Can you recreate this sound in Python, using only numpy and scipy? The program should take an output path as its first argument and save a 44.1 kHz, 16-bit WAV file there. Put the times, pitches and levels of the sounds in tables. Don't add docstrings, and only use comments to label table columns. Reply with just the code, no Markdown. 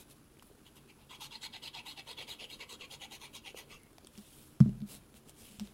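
import sys
import numpy as np
from scipy import signal
from scipy.fft import rfft, irfft, next_fast_len
from scipy.io import wavfile
from scipy.ndimage import uniform_filter1d, minimum_filter1d, map_coordinates

SR = 44100
rng = np.random.default_rng(int(sys.argv[2]) if len(sys.argv) > 2 else 0)


def unload_audio(sound):
    columns = np.transpose(np.atleast_2d(sound))
    steps = np.round(np.clip(columns, -1, 1) * 32767)
    wavfile.write(sys.argv[1], SR, steps.astype(np.int16))


def ratio_of_db(decibels):
    return 10 ** (np.asarray(decibels, float) / 20)


N = 252693

# [full contact t/s, hold/s, scratch level/dB, hiss over scratch/dB, bending f/Hz]
TOUCHES = [
    (.668, 0.0015, -58.5, -8, 1080),
    (.768, 0.0063, -61.5, 0, 1184),
    (.899, .002, -59.5, -12, 960),
    (.992, 0.039, -72.5, -7, 900),
]
# [full contact t/s, hold/s, scratch level/dB, hiss over scratch/dB, bending f/Hz]
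AWAY = [(1.11, 0.044, -52.5, -10.5, 1080), (1.323, 0.038, -50.5, -11, 964), (1.539, 0.027, -48, -12, 900),
        (1.749, 0.045, -47.5, -14.5, 903), (1.981, 0.017, -45, -14.5, 850.3), (2.185, 0.039, -47, -12, 861),
        (2.404, 0.038, -47, -13.5, 819), (2.606, 0.023, -49, -10, 1069), (2.811, 0.033, -51, -9, 1249),
        (3.019, 0.028, -48.5, -8.5, 855), (3.219, 0.037, -54.5, -2, 1003), (3.47, .006, -46.5, -8.5, 869),
        (3.722, 0.0088, -55, -3.5, 1304)]
# [full contact t/s, hold/s, scratch level/dB, hiss over scratch/dB, bending f/Hz]
BACK = [(1.218, 0.041, -48, -4, 920), (1.43, 0.028, -43.5, -9.5, 900), (1.636, 0.043, -47.5, -8.5, 980),
        (1.867, 0.054, -51, -4.5, 950), (2.081, .039, -47.5, -9, 1018), (2.288, 0.047, -48, -5.5, 878),
        (2.504, 0.042, -53.5, -5, 1000), (2.701, 0.039, -51, -2.5, 1082), (2.917, 0.028, -51, -3.5, 790),
        (3.122, 0.033, -51, -3.5, 850), (3.358, 0.0049, -49.5, -2, 1090), (3.58, 0.011, -51, -2.5, 829)]
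# [t/s, sheet centre f/Hz, bending level/dB, hiss tilt/dB per octave]
GRIP = [(.7, 3200, -16, 5), (.9, 2650, -12, 2.5), (1.1, 3100, -8, 0), (1.45, 3420, -14, -2),
        (1.75, 3148, -12, -1), (1.95, 3262, -12, 0), (2.35, 2900, -18, 0), (2.7, 3210, -10.5, -2),
        (3.0, 2850, -8.5, -1), (3.2, 3050, -8.5, -1.5), (3.47, 2800, -14, -2), (3.75, 2800, -7.5, -1.7)]
# [f/Hz, width/Hz, level/dB]
NOZZLE = [(2018, 70, 17.5), (2255, 69, 10.5), (2580, 11, -0.5), (2800, 73, 8), (2930, 15.5, 4),
          (2857, 68, -23), (3313, 51, 16.5), (3550, 20, 11), (3780, 21, 16), (4200, 127, 11.5),
          (4870, 175, 8), (6660, 49, 11), (7940, 190, 7.5), (8980, 300, 5), (10800, 440, 1.5)]


def scribble():
    hz, t, slips = rough_noise(grain_db=2.4, grain_ms=1.6, patchy_db=3.6, drift_db=2.2)
    rows = sorted(TOUCHES + AWAY + BACK)
    level = sum(stroke(t, *row[:3]) for row in rows)
    speed = uniform_filter1d(level, size=12) / -minimum_filter1d(-level, size=36).clip(None, -1e-9)

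    start, hold, _, hiss_db, bend_hz = np.transpose(rows)
    middle = start + hold / 2
    hiss_db, bend_hz = np.interp(t, middle, hiss_db), np.interp(t, middle, bend_hz)
    turns = np.interp(t, middle, np.arange(len(rows)))
    travel = np.sin(np.pi * turns)
    back = -np.cos(np.pi * turns)

    at, *columns = np.transpose(GRIP)
    sheet_hz, bend_db, tilt_db = [np.interp(t, at, c) for c in columns]
    sheet_hz = sheet_hz * (1 + 0.033 * back)
    tilt_db = tilt_db + 1.5 * back
    bend_hz = bend_hz * (.9 - .07 * travel + .28 * travel ** 2)

    nozzle = raised(NOZZLE, hz)
    sheet = sheet_ring(hz, sheet_hz, travel, speed, nozzle)
    bend = power_one(np.abs(resonance(hz, bend_hz, 90)) ** 2 + .13 * np.abs(resonance(hz, 950, 550)) ** 3)
    hiss = fibre_hiss(hz, t, tilt_db, speed, nozzle)
    colour = sheet + ratio_of_db(bend_db) * bend + ratio_of_db(hiss_db) * hiss + palm_drum(hz, t, travel)
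    rustle = heard(slips * (level * colour + after_ring(hz, t)))
    return strip_song(t, bend_hz, bend_db, level) + rustle


def stroke(t, s, hold, db):
    slow = 1 + 1.57 * max(s - 3.05, 0)
    attack_s, release_s, sag_db_per_s = 0.024, 0.033, 22
    corners = np.cumsum([s - slow * attack_s, slow * attack_s, hold, slow * release_s])
    half_db = sag_db_per_s * hold / 2
    bend = .7
    heights = [0, ratio_of_db(db + half_db) ** bend, ratio_of_db(db - half_db) ** bend, 0]
    return np.interp(t, corners, heights) ** (1 / bend)


# [f/Hz, level/dB per Hz]
SHEET = [(1500, -5.5), (1900, -8), (2600, 1), (3500, -5), (4500, -2), (5300, -12.5), (6500, -73)]


def sheet_ring(hz, sheet_hz, travel, speed, nozzle):
    split = 0.2 * speed ** 2
    off = np.log((hz + 1) / sheet_hz) + 0.041 * travel
    hump = .4 + np.exp(-((off - split) / .15) ** 2) + np.exp(-((off + split) / .15) ** 2)
    return power_one(ratio_of_db(along(SHEET, hz)) * nozzle * hump)


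# [f/Hz, level/dB per Hz]
FIBRES = [(3060, -28.5), (5200, -2.5), (5470, -5), (6060, -1), (9430, -6), (11000, -2), (15800, -14.5)]
# [t/s, comb spacing f/Hz, strength/0-1]
MIRROR = [
    (1.1, 3300, 0.02),
    (2.0, 3650, 0.1),
    (2.7, 3470, 0.27),
    (3.1, 3250, 0.69),
    (3.7, 3070, 0.58),
]


def fibre_hiss(hz, t, tilt_db, speed, nozzle):
    at, *columns = np.transpose(MIRROR)
    spacing_hz, strength = [np.interp(t, at, c) for c in columns]
    spacing_hz = spacing_hz * (1.04 - 0.066 * speed)
    mirror = np.abs(1 + strength * np.exp(2j * np.pi * hz / spacing_hz))
    fibres = ratio_of_db(along(FIBRES, hz) + tilt_db * np.log2((hz + 1) / 9000))
    return power_one(fibres * nozzle * mirror)


# [t/s, level over scratch/dB]
PALM = [
    (1.1, -36),
    (1.9, -29.5),
    (2.1, -15),
    (2.4, -16),
    (2.65, -10.5),
    (3.0, -19),
    (3.6, -10.5),
]


def palm_drum(hz, t, travel):
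    drum = np.abs(resonance(hz, 460 * (1 + 0.14 * travel), 90)) ** 2
    return ratio_of_db(np.interp(t, *np.transpose(PALM))) * power_one(drum)


# (loudest t/s, swell/s, fade/s, level/dB)
AFTERRING = (3.83, .07, .13, -72)


def after_ring(hz, t):
    return swell(t, *AFTERRING) * power_one(np.abs(resonance(hz, 2120, 260)) ** 2)


def strip_song(t, bend_hz, bend_db, level):
    song_db = bend_db - 4.5 + 5 * patches((1, len(t)), 1, 5)[0]
    seconds = np.arange(N) / SR
    pitch = np.interp(seconds, t, bend_hz)
    size = np.interp(seconds, t, level * ratio_of_db(song_db))
    return size * np.sin(2 * np.pi * np.cumsum(pitch) / SR)


# [loudest t/s, swell/s, fade/s, level/dB, brightness/dB]
BRUSHES = [(.005, .03, 0.047, -60, 1.5), (.115, .035, 0.031, -64.5, 5), (.17, .025, .03, -79, 0),
           (0.427, .004, 0.0091, -61.5, 4), (.46, .025, .08, -77.5, 11), (4.076, 0.085, 0.011, -70.5, -10),
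           (4.21, 0.14, 0.32, -67, 1.5), (4.42, 0.18, 0.2, -73.5, 9), (4.608, 0.0066, .012, -59.5, 3),
           (4.67, 0.13, 0.077, -69, -19), (4.925, 0.08, .09, -56.5, 3.5), (5.17, .04, 0.04, -63.5, 0.5),
           (5.293, 0.029, 0.032, -61, -3), (5.42, 0.1, 0.24, -63, 2), (5.57, 0.13, 0.044, -71.5, -7),
           (5.61, .004, .008, -60, -17), (5.655, 0.12, 0.1, -64.5, -4)]
# [t/s, f/Hz]
BRUSH_TONE = [
    (0, 3640),
    (4.3, 3300),
    (4.9, 4200),
    (5.2, 3400),
    (5.4, 3000),
    (5.7, 2970),
]
# [f/Hz, level/dB per Hz]
SKIN = [(300, 2), (700, -6), (1500, -15), (2400, -6), (3500, -6.5), (6000, -7), (8000, -8), (12000, -53)]
# [f/Hz, level/dB per Hz]
SKIN_TOP = [(3240, -15), (5500, -15), (5820, -21.5), (9180, 0), (10100, 0.5), (15800, -7)]


def brushes():
    hz, t, rub = rough_noise(grain_db=1.8, grain_ms=2.5, patchy_db=1.4, drift_db=1.3)
    level = sum(swell(t, *row[:4]) for row in BRUSHES)
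    bright = sum(ratio_of_db(row[4]) * swell(t, *row[:4]) for row in BRUSHES)
    hollow_hz = np.interp(t, *np.transpose(BRUSH_TONE))
    hollow = 1 + 0.93 * np.abs(resonance(hz, hollow_hz, 850)) ** 2
    body = power_one(ratio_of_db(along(SKIN, hz)) * hollow)
    top = power_one(ratio_of_db(along(SKIN_TOP, hz)))
    return heard(rub * (level * body + bright * top))


# [t/s, peak level/dB, centre f/Hz, wide crack over centre/dB]
TICKS = [(.370, -56, 2300, -29), (.3955, -46.5, 2930, -39), (.4240, -47, 1600, -16),
         (.468, -55, 10500, -21), (.592, -55, 2620, -14), (3.5455, -59, 2705, 0),
         (3.834, -46.5, 9500, -11.5), (3.931, -51, 9400, -13), (3.983, -39, 3780, -2),
         (4.047, -44.5, 4520, -6), (4.071, -40, 8400, -15), (4.0712, -42.5, 3000, -27),
         (4.154, -49, 2560, -18), (4.177, -38, 5000, -15), (4.184, -42.5, 3040, -9),
         (4.6039, -31.5, 5260, -7), (4.66, -59, 1600, -6), (4.693, -47.5, 3000, -9),
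         (4.804, -49, 3700, -14), (4.818, -45, 3700, -21), (4.868, -57, 9920, 3), (5.142, -47, 2800, -12),
         (5.288, -50, 3000, -6), (5.295, -37.5, 9000, 1), (5.597, -29.5, 5260, -6), (5.604, -39, 4060, -4),
         (5.6735, -43.5, 3700, -8)]


def ticks():
    out, t = np.zeros(N + SR), np.arange(2048) / SR
    for s, db, hz, wide_db in TICKS:
        spike = 4.3 * (t == 0)
        rattle = (rng.standard_normal(len(t)) + spike) * ratio_of_db(-60 * t / .007)
        colour = lambda f: resonance(f, hz, 0.12 * hz) + ratio_of_db(wide_db) * resonance(f, 3200, 5300)
        crack = filtered(rattle, colour)
        out[round(s * SR):][:len(t)] += ratio_of_db(db) * crack / np.abs(crack).max()
    return out[:N]


# [t/s, peak level/dB, f/Hz]
KNOCKS = [(.370, -53.5, 300), (.4240, -46.5, 1050), (.501, -53, 397), (.513, -52, 397), (3.5455, -39, 460),
          (3.931, -56, 405), (3.983, -47.5, 735), (4.047, -50, 330), (4.6039, -33.5, 1220),
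          (4.6044, -39.5, 620), (4.66, -52, 1300), (4.693, -51, 556), (4.804, -56.5, 1700),
          (4.818, -61, 585), (5.142, -57, 500), (5.295, -54, 740), (5.597, -46.5, 770), (5.604, -55, 800)]


def knocks():
    out, t = np.zeros(N + SR), np.arange(2048) / SR
    for s, db, hz in KNOCKS:
        damped = lambda f: 1j * resonance(f, hz, 0.33 * hz) * resonance(f, hz, 0.91 * hz)
        knock = filtered(1. * (t == 0), damped)
        out[round(s * SR):][:len(t)] -= ratio_of_db(db) * knock / np.abs(knock).max()
    return out[:N]


# [t/s, low modes level/dB, high modes level/dB, legs level/dB, contact/ms]
THUMPS = [(3.984, -59, -65, -64, 2.5), (4.043, -81, -62, -78, 4.1), (4.177, -61, -41, -65, 9.2),
          (4.66, -23, -21.5, -48, 3.2), (4.691, -53, -28, -53, 2.7), (4.752, -62, -40, -72, 10),
          (4.806, -38.5, -40.5, -63, 4.8), (4.8207, -46, -31.5, -60, 7.8), (5.141, -74, -61, -67, 5.8),
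          (5.495, -70, -49, -75, 14), (5.535, -72, -51, -75, 12), (5.586, -60, -48, -53.5, 4),
          (5.605, -48, -29.5, -57, 16)]
# (t/s, low modes level/dB, high modes level/dB, legs level/dB, contact/ms)
SET_DOWN = (4.6037, -6.3, -26, -36, 2.6)
# [f/Hz, level/dB, time to fall 60 dB/s]
TABLE_LEGS = [(47.4, -7, 0.92), (87.2, 3.5, 0.24)]
# [f/Hz, level/dB, time to fall 60 dB/s]
TABLE_LOW = [(100, -13, .08), (128.5, 0, .107), (178, -12.5, .13), (215, -.5, .092)]
# [f/Hz, level/dB, time to fall 60 dB/s]
TABLE_DENT = [(165, 11, .023)]
# [f/Hz, level/dB, time to fall 60 dB/s]
TABLE_PAIR = [(203.5, -6, .23), (210.3, -5, .2)]
# [f/Hz, level/dB, time to fall 60 dB/s]
TABLE_HIGH = [(260, -20, 0.032), (320, -24.5, 0.08), (376, -26.5, 0.18), (592, -33, 0.074)]


def table():
    out, t = np.zeros(N + SR), np.arange(SR) / SR

    def ring(modes):
        return sum(ratio_of_db(db - 60 * t / t60) * np.sin(2 * np.pi * hz * t) for hz, db, t60 in modes)

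    legs = ring(TABLE_LEGS)
    low = ring(TABLE_LOW) - ring(TABLE_DENT)
    high = ring(TABLE_PAIR + TABLE_HIGH)
    for s, low_db, high_db, legs_db, contact_ms in THUMPS + [SET_DOWN]:
        push = np.clip(t * 1000 / contact_ms, 0, 1)
        boom = ratio_of_db(high_db) * high - ratio_of_db(low_db) * low - ratio_of_db(legs_db) * legs
        out[round(s * SR):][:len(t)] += push * boom
    return out[:N]


# [f/Hz, time to fall 60 dB/s]
ROOM = [(100, 0.99), (500, 0.79), (1500, 0.15), (2200, 0.32), (4000, 0.2), (12000, 0.025)]


def room(x):
    hz, t, z = signal.stft(rng.standard_normal(SR // 2), SR, nperseg=256)
    fade = ratio_of_db(-60 * t / along(ROOM, hz)[:, None])
    tail = signal.istft(z * fade, SR, nperseg=256)[1]
    delayed = np.pad(x, (200, 0))
    return signal.fftconvolve(delayed, tail / np.linalg.norm(tail))[:N]


# [f/Hz, level/dB per Hz]
HUSH = [(12, -48), (20, -4.5), (65, -3.5), (162, -7.5), (233, -6), (431, -9.5), (510, -14), (603, -15),
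        (693, -17), (1430, -19), (2060, -25.5), (2650, -23), (5780, -28), (9560, -28), (15800, -31.5)]
# [f/Hz, width/Hz, level/dB]
HUSH_BANDS = [(139.6, 8, 11.5), (224.4, 11, 8.5), (300, 20.5, 6.5), (391, 9.7, 4), (9100, 23, -23),
              (10500, 940, 7)]


def hush():
    hz, t, z = rough_noise(grain_db=1.3, grain_ms=4.6, patchy_db=1.5, drift_db=0.6)
    colour = lambda f: ratio_of_db(along(HUSH, f)) * raised(HUSH_BANDS, f)
    return ratio_of_db(-61) * unit(filtered(heard(z), colour))


def rough_noise(grain_db, grain_ms, patchy_db, drift_db):
    knots = rng.standard_normal(N)
    grains = ratio_of_db(grain_db * map_coordinates(knots, [np.arange(N) * 1000 / (grain_ms * SR)], order=1))
    noise = unit(grains * rng.standard_normal(N))
    hz, t, z = signal.stft(noise, SR, nperseg=512, noverlap=384)
    hz = hz[:, None]
    fine_db = patchy_db / (1 + (hz / 7000) ** 2) * patches(z.shape, 2, 6)
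    wide_db = drift_db * np.tanh(hz / 1500) * patches(z.shape, 14, 14)
    return hz, t, z * unit(ratio_of_db(fine_db + wide_db))


def heard(z):
    return signal.istft(z, SR, nperseg=512, noverlap=384)[1][:N]


def patches(shape, tall, long):
    field = uniform_filter1d(rng.standard_normal(shape), size=tall, axis=0)
    field = uniform_filter1d(field, size=long, axis=1)
    return unit(uniform_filter1d(field, size=long, axis=1))


def swell(t, s, rise, fade, db):
    ramp = np.interp(t, [s - rise, s, s + fade], [0, 1, 0])
    return ratio_of_db(db) * np.sin(np.pi / 2 * ramp) ** 2.05


def unit(x):
    return x / np.sqrt(np.mean(x ** 2) + 1e-20)


def power_one(gain):
    return gain / np.sqrt(np.mean(gain ** 2, axis=0))


def along(points, hz):
    f, v = np.transpose(points)
    return np.interp(np.log(hz + 1), np.log(f + 1), v)


def filtered(x, response):
    m = next_fast_len(len(x) + 8192)
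    return irfft(rfft(x, m) * response(np.fft.rfftfreq(m, 1 / SR)), m)[:len(x)]


def resonance(f, hz, width):
    return 1j * f * width / (hz * hz - f * f + 1j * f * width)


def raised(bands, f):
    return 1 + sum((ratio_of_db(db) - 1) * np.abs(resonance(f, hz, width)) ** 2 for hz, width, db in bands)


def scene():
    near = scribble() + brushes() + ticks() + knocks()
    boom = table()
    far = room(ratio_of_db(-15) * near + ratio_of_db(-31) * boom)
    return (near + boom + far + hush())[None]


def band_limit(x):
    return signal.sosfilt(signal.butter(12, 16740, fs=SR, output="sos"), x)


def record(dry):
    limited = filtered(dry[0], lambda f: np.where(f < 15830, 1, ratio_of_db(-32)))
    return band_limit(limited[None])


dry = scene()
out = record(dry)
unload_audio(out)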